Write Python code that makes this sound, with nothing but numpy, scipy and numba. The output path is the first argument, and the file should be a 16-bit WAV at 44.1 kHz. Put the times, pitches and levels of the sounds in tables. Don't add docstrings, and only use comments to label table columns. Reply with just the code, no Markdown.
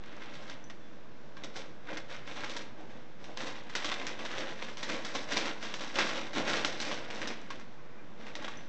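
import sys
import numpy as np
from scipy import signal
from scipy.fft import rfft, irfft
from scipy.io import wavfile
from scipy.ndimage import uniform_filter1d
from numba import njit

SR = 44100
rng = np.random.default_rng(int(sys.argv[2]) if len(sys.argv) > 2 else 0)


def store_pcm(level_fs):
    pcm = np.round(np.clip(level_fs, -1, 1) * 32767).astype(np.int16)
    wavfile.write(sys.argv[1], SR, np.atleast_2d(pcm).T)


def natural_amplitude(level_db):
    exponent = np.asarray(level_db, float) / 20
    return 10 ** exponent


N = 382788
TIME_S = np.arange(N) / SR

# (frequency [Hz], relative density [dB])
ROOM_TONE_DENSITY = [(25, 17.5), (60, -1), (170, 4), (300, -6), (420, -7), (600, -11.5), (900, -10),
                     (1500, -12), (3000, -20), (6000, -28.5), (8500, -33.5)]
# (start [s], length [s], crinkle drive [dB],
# flap of whole sheets re crinkle [dB], fine crackle re crinkle [dB])
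MOVES = [(0.04, 0.068, -52, -9, -25), (0.177, 0.13, -49, -4, -19), (0.316, 0.21, -51.5, -4.5, -7.5),
         (1.439, 0.014, -51, 4.5, -11), (1.566, 0.018, -43.5, -4.5, -5), (1.894, 0.049, -42.5, -1.5, -17),
         (2.11, 0.02, -42, -11, -10), (2.283, 0.036, -44, -9, -5), (2.375, 0.23, -45.5, -4.5, -7),
         (2.792, 0.015, -54.5, 8, -12), (2.9, 0.062, -57, 3, -14), (3.212, 0.1, -55, 4, -5),
         (3.406, 0.069, -41, -5.5, -3.5), (3.55, 0.057, -49.5, -5, -14), (3.658, 0.07, -50.5, -6, -19),
         (3.776, 0.067, -40.5, -8, -6.5), (3.889, 0.055, -37, -15, -8), (3.987, 0.12, -41.5, -5, -7.5),
         (4.195, 0.071, -45, 1, -8), (4.317, 0.18, -40.5, -4, -8.5), (4.597, 0.11, -45.5, -4.5, -6),
         (4.782, 0.063, -47, -5.5, -4.5), (4.898, 0.048, -35.5, -4, -6), (5.043, 0.046, -45, -13, -4),
         (5.15, 0.031, -40, -2, -1), (5.317, 0.058, -34, -4, -3), (5.421, 0.064, -37, -6, -6),
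         (5.624, 0.1, -44, -7.5, -3.5), (5.795, 0.12, -42.5, -5.5, -3), (5.963, 0.062, -32.5, -4, -3),
         (6.075, 0.17, -40.5, -5, -9.5), (6.363, 0.043, -35.5, 1, -7.5), (6.478, 0.11, -33, -5, -4.5),
         (6.658, 0.057, -41.5, -0.5, -2), (6.702, 0.037, -49.5, -4, -3), (6.812, 0.13, -37.5, -6.5, -4.5),
         (6.996, 0.08, -47.5, -1.5, -10), (7.113, 0.082, -41, -4.5, -10.5),
         (7.227, 0.075, -40.5, -2, -12.5), (7.374, 0.1, -54, -3, -12), (7.51, 0.071, -52, 2.5, -8),
         (8.203, 0.1, -51, -0.5, -10), (8.36, 0.05, -53, 4, -14), (8.417, 0.12, -48, -6, -21),
         (8.56, 0.079, -56.5, -3, -5)]
# crinkle [dB], flap [dB], fine crackle [dB]
REST_DRIVE_DB = [-70, -63, -81]
# (frequency [Hz], relative level [dB])
PAPER_SPECTRUM = [(59, -43), (100, -30.5), (288, 0.5), (380, -8), (511, -4), (663, -3.5), (2020, 8.5),
                  (5690, -3.5), (8400, -51.5), (10900, -62), (18500, -120)]
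# (time [s], relative level [dB], patch pitch [Hz],
# crack sharpness [dB], crackle set off re snap [dB])
SNAPS = [(0.1186, -35, 1950, -25, -16.5), (0.2174, -29.5, 2100, -30.5, -16),
         (0.3365, -40, 1540, -9.5, -18.5), (0.4968, -34, 1510, -14, -14.5),
         (0.6988, -32.5, 1940, -21.5, -13.5), (1.3681, -32, 1080, -19, -18),
         (1.4364, -32, 1990, -7.5, -18.5), (1.5588, -35.5, 1440, -8.5, -18), (1.8868, -28, 1490, -30, -20),
         (1.9706, -27, 1510, -10.5, -17), (2.097, -33.5, 1960, -29, -16), (2.362, -28, 1890, -24, -20.5),
         (2.4358, -24.5, 1210, -14.5, -16.5), (2.4945, -35, 3800, -1, -18),
         (2.5643, -29.5, 930, -4.5, -18.5), (3.2415, -38, 2070, -11, -18), (3.372, -25.5, 1580, -13, -17.5),
         (3.468, -33, 1660, -4, -22.5), (3.5543, -36, 1940, -24, -20.5), (3.697, -30.5, 1560, -15, -19),
         (3.7515, -16, 2030, -7.5, -20.5), (3.8442, -22.5, 1180, -5.5, -21),
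         (3.9158, -20.5, 1110, -19, -20), (4.068, -30, 1540, -8.5, -14.5), (4.1909, -29, 1010, -15, -22),
         (4.25, -29.5, 1990, -11, -17), (4.3818, -33, 2180, -6.5, -18), (4.406, -24.5, 2010, -20.5, -22),
         (4.6209, -29, 920, -20, -13.5), (4.7706, -36.5, 2870, -2, -21), (4.8289, -22.5, 3380, -13, -19),
         (4.8913, -31, 2050, -6.5, -18.5), (5.0487, -30.5, 1730, -1.5, -20),
         (5.1496, -21.5, 1070, -14.5, -19), (5.286, -34.5, 1480, -15, -19),
         (5.3204, -27.5, 1530, -9.5, -18), (5.369, -18.5, 1580, -6.5, -20), (5.456, -27, 2040, -14, -17.5),
         (5.6272, -29, 2340, -13, -19), (5.7389, -21.5, 3420, -13, -21), (5.8053, -29, 2070, -13, -23),
         (5.9565, -31, 1110, -15, -19.5), (5.9859, -12.5, 2660, -15, -19), (6.0676, -21, 2010, -17, -22.5),
         (6.0879, -25.5, 1090, -10, -19), (6.1544, -26.5, 2020, -17.5, -18), (6.332, -34.5, 2660, -11, -15),
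         (6.359, -20, 1500, -19, -30), (6.3802, -22, 2160, -14, -20), (6.469, -27.5, 2060, -16, -24),
         (6.492, -22, 1470, -7, -26.5), (6.5333, -19, 1066, -11.5, -21.5), (6.6472, -20, 1970, -8, -16.5),
         (6.8015, -28.5, 1950, -2, -21), (6.9127, -21.5, 1150, -21.5, -24.5),
         (7.1023, -28.5, 1880, -14.5, -19.5), (7.2157, -22.5, 1600, -13.5, -24),
         (7.273, -27, 1660, -4, -20.5), (7.5032, -24.5, 1090, -14.5, -23.5),
         (7.5972, -36, 1100, -13.5, -20.5), (8.2666, -30, 2020, -21, -18), (8.3534, -30, 969, -12.5, -14.5),
         (8.422, -35, 1110, -12, -19), (8.4442, -25, 3380, -16.5, -19.5), (8.4795, -22, 1130, -18, -19.5)]
# (time [s], level [dB])
TAG_HITS = [(0.641, -41.5), (8.572, -39), (8.6567, -52.5)]
# (frequency [Hz], level re strike [dB], T60 [s])
TAG_MODES = [(6050, -18, .16), (6015, -20, .12), (5930, -14, .04), (6950, -19, .03)]
# (start [s], length [s], pitch [Hz], mean level [dB])
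SQUEAKS = [(.81, .085, 3450, -70), (7.978, .028, 2430, -60.5)]
# (nominal delay [s], level re direct [dB])
ECHOES = [(.004, -7.5), (.0095, -12.5), (0.0142, -15.5)]
# (frequency [Hz], T60 [s])
ROOM_T60 = [(200, 0.68), (1000, 0.62), (6000, 0.29)]
# (centre [Hz], width [Hz], lift [dB])
RESONANCES = [(228, 22, 2), (325, 120, 5), (583, 180, 6), (1010, 270, 3), (1530, 250, 3), (2050, 200, 2.5),
              (3640, 850, 3.5), (5810, 880, 3.5)]


def on_log(table, hz):
    table_hz, value = np.transpose(table)
    return np.interp(np.log(np.maximum(hz, 1)), np.log(table_hz), value)


def level(x, rms_db):
    return x * natural_amplitude(rms_db) / np.sqrt(np.mean(x ** 2))


def walk(per_s):
    hold = SR // per_s
    steps = np.repeat(rng.standard_normal(N // hold + 1), hold)
    smooth = uniform_filter1d(uniform_filter1d(steps, hold), hold)
    return 1.3 * smooth[:N]


def band(x, lo_hz, hi_hz):
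    return signal.sosfilt(signal.butter(2, [lo_hz, hi_hz], "bandpass", fs=SR, output="sos"), x)


@njit
def rings(start_s, hz, t60_s, size, n, sr):
    out = np.zeros(n)
    for k in range(len(start_s)):
        phasor = size[k] + 0j
        turn = np.exp(2j * np.pi * hz[k] / sr - np.log(1000) / (t60_s[k] * sr))
        first = int(start_s[k] * sr)
        for j in range(first, min(n, first + int(t60_s[k] * sr))):
            out[j] += phasor.imag
            phasor *= turn
    return out


def room_tone():
    murmur = 0
    for hz in 25 * 2 ** np.arange(0, 8.5, .5):
        noise = band(rng.standard_normal(N), hz / 2 ** .25, hz * 2 ** .25)
        murmur = murmur + natural_amplitude(on_log(ROOM_TONE_DENSITY, hz) + 1.1 * walk(per_s=6)) * noise
    hum = np.sin(2 * np.pi * 480 * TIME_S)
    return level(murmur, rms_db=-50.5) + level(hum, rms_db=-69)


def moves():
    attack_db_per_s, release_db_per_s = 448, 158
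    settle_db, settle_db_per_s = -24.5, 49
    coarse_s = TIME_S[::64]
    power = natural_amplitude(2 * np.array(REST_DRIVE_DB))[:, None] + 0 * coarse_s
    for start_s, length_s, crinkle_db, flap_db, crisp_db in MOVES:
        early_s = np.maximum(start_s - coarse_s, 0)
        late_s = np.maximum(coarse_s - start_s - length_s, 0)
        rise = natural_amplitude(-2 * attack_db_per_s * early_s)
        fall = natural_amplitude(-2 * release_db_per_s * late_s)
        settle = natural_amplitude(2 * (settle_db - settle_db_per_s * late_s))
        peak = natural_amplitude(2 * (crinkle_db + np.array([0, flap_db, crisp_db])))
        power = power + np.outer(peak, (fall + settle) * rise)
    return [np.interp(TIME_S, coarse_s, np.sqrt(p)) for p in power]


def swarm(per_s, lo_hz, hi_hz, cycles, spread_db):
    where, patch, luck, side = rng.random((per_s * N // SR, 4)).T
    hz = lo_hz * (hi_hz / lo_hz) ** patch
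    stand_out = np.minimum(-np.log(1 - luck), 4.5)
    size = np.sign(side - .5) * hz * natural_amplitude(on_log(PAPER_SPECTRUM, hz) + spread_db * stand_out)
    return level(rings(where * N / SR, hz, cycles / hz, size, N, SR), rms_db=0)


def crinkle():
    mid_move, flap_move, crisp_move = moves()
    _, snap_db, _, sharp_db, after_db = np.transpose(SNAPS)
    avalanche = np.clip(walk(per_s=40), -2, 2)

    flap_drive = flap_move * natural_amplitude(-5.0 + 0.89 * avalanche)
    mid_drive = mid_move * natural_amplitude(-5.0 + 1.46 * avalanche)
    mid_drive = mid_drive + aftermath(snap_db + after_db)
    crisp_drive = crisp_move * natural_amplitude(-5.5 + 0.85 * avalanche + 1.7 * walk(per_s=60))
    crisp_drive = crisp_drive + aftermath(snap_db + after_db + sharp_db + 13)

    ticks = natural_amplitude(-14.5) * mid_move * swarm(per_s=90, lo_hz=2460, hi_hz=6950, cycles=3.0, spread_db=3.0)
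    flap = flap_drive * swarm(per_s=1500, lo_hz=114, hi_hz=796, cycles=5.0, spread_db=2.5)
    mid = mid_drive * swarm(per_s=2500, lo_hz=860, hi_hz=3810, cycles=5.25, spread_db=3.0)
    crisp = crisp_drive * swarm(per_s=1800, lo_hz=3570, hi_hz=8600, cycles=4.5, spread_db=1.0)
    return flap + mid + crisp + ticks


def aftermath(db):
    t60_s = 0.097
    kicks = np.zeros(N)
    np.add.at(kicks, (np.transpose(SNAPS)[0] * SR).astype(int), natural_amplitude(db))
    return signal.lfilter([1], [1, -1000 ** (-1 / (t60_s * SR))], kicks)


def snaps():
    start_s, db, hz, sharp_db, _ = np.transpose(SNAPS)
    out = rings(start_s + 0.000965, hz, 45.0 / hz, natural_amplitude(db - 13.5), N, SR)
    for pitch in np.linspace(0, 1, 7):
        late, detune, side = rng.random((len(start_s), 3)).T
        crack_hz = 1100 * 6.8 ** pitch * (0.72 + 0.62 * detune)
        crack_db = db - 17.5 + (sharp_db + 14) * np.clip(2 * pitch - .5, 0, 1)
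        size = np.sign(side - .5) * natural_amplitude(crack_db)
        out += rings(start_s + .0022 * late, crack_hz, 16.0 / crack_hz, size, N, SR)
    return out


def tag():
    start_s, db = np.transpose(TAG_HITS)
    out = 0
    for hz, mode_db, t60_s in TAG_MODES:
        out = out + rings(start_s, hz + 0 * start_s, t60_s + 0 * start_s, natural_amplitude(db + mode_db), N, SR)
    return out


def squeaks():
    out = 0
    for start_s, length_s, hz, db in SQUEAKS:
        swell = np.sin(np.pi * np.clip((TIME_S - start_s) / length_s, 0, 1))
        waver_s = np.cumsum(.006 * walk(per_s=30)) / SR
        tone = np.sin(2 * np.pi * hz * (TIME_S + waver_s))
        out = out + natural_amplitude(db + 2 * walk(per_s=150)) * swell * tone
    return out


def room(x):
    t_s = TIME_S[:SR // 2]
    tail = 0
    for hz in 125 * 2 ** np.arange(7):
        noise = band(rng.standard_normal(len(t_s)), hz / 2 ** .5, hz * 2 ** .5)
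        tail = tail + noise * 1000 ** (-t_s / on_log(ROOM_T60, hz))
    tail = tail * np.clip(t_s / 0.017, 0, 1)
    response = natural_amplitude(-7) * tail / np.sqrt(np.sum(tail ** 2))
    response[0] += 1
    for delay_s, db in ECHOES:
        response[int(delay_s * rng.uniform(.9, 1.1) * SR)] += natural_amplitude(db)
    return signal.fftconvolve(x, response)[:N]


def scene():
    near = crinkle() + snaps() + tag() + squeaks()
    weights = natural_amplitude(14 * np.array([walk(per_s=14) for _ in range(8)]))
    shares = weights / np.sum(weights, axis=0)
    mix = sum(room(near * share) for share in shares) + room_tone()
    return mix[None]


def roll_off(x):
    return signal.sosfilt(signal.butter(12, 8550, fs=SR, output="sos"), x)


def record(dry):
    hz = np.fft.rfftfreq(N, 1 / SR)
    lift_db = sum(db / (1 + (2 * (hz - f_hz) / width_hz) ** 2) for f_hz, width_hz, db in RESONANCES)
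    coloured = irfft(rfft(dry) * natural_amplitude(lift_db - 0.5), N)
    thin = signal.sosfilt(signal.butter(2, 110, "highpass", fs=SR, output="sos"), coloured)
    dull = signal.sosfilt(signal.butter(4, 7400, fs=SR, output="sos"), thin)
    cut = signal.sosfilt(signal.ellip(8, 1, 70, 8294, fs=SR, output="sos"), dull)
    offset = .0146
    return roll_off(cut + offset)


dry = scene()
out = record(dry)
store_pcm(out)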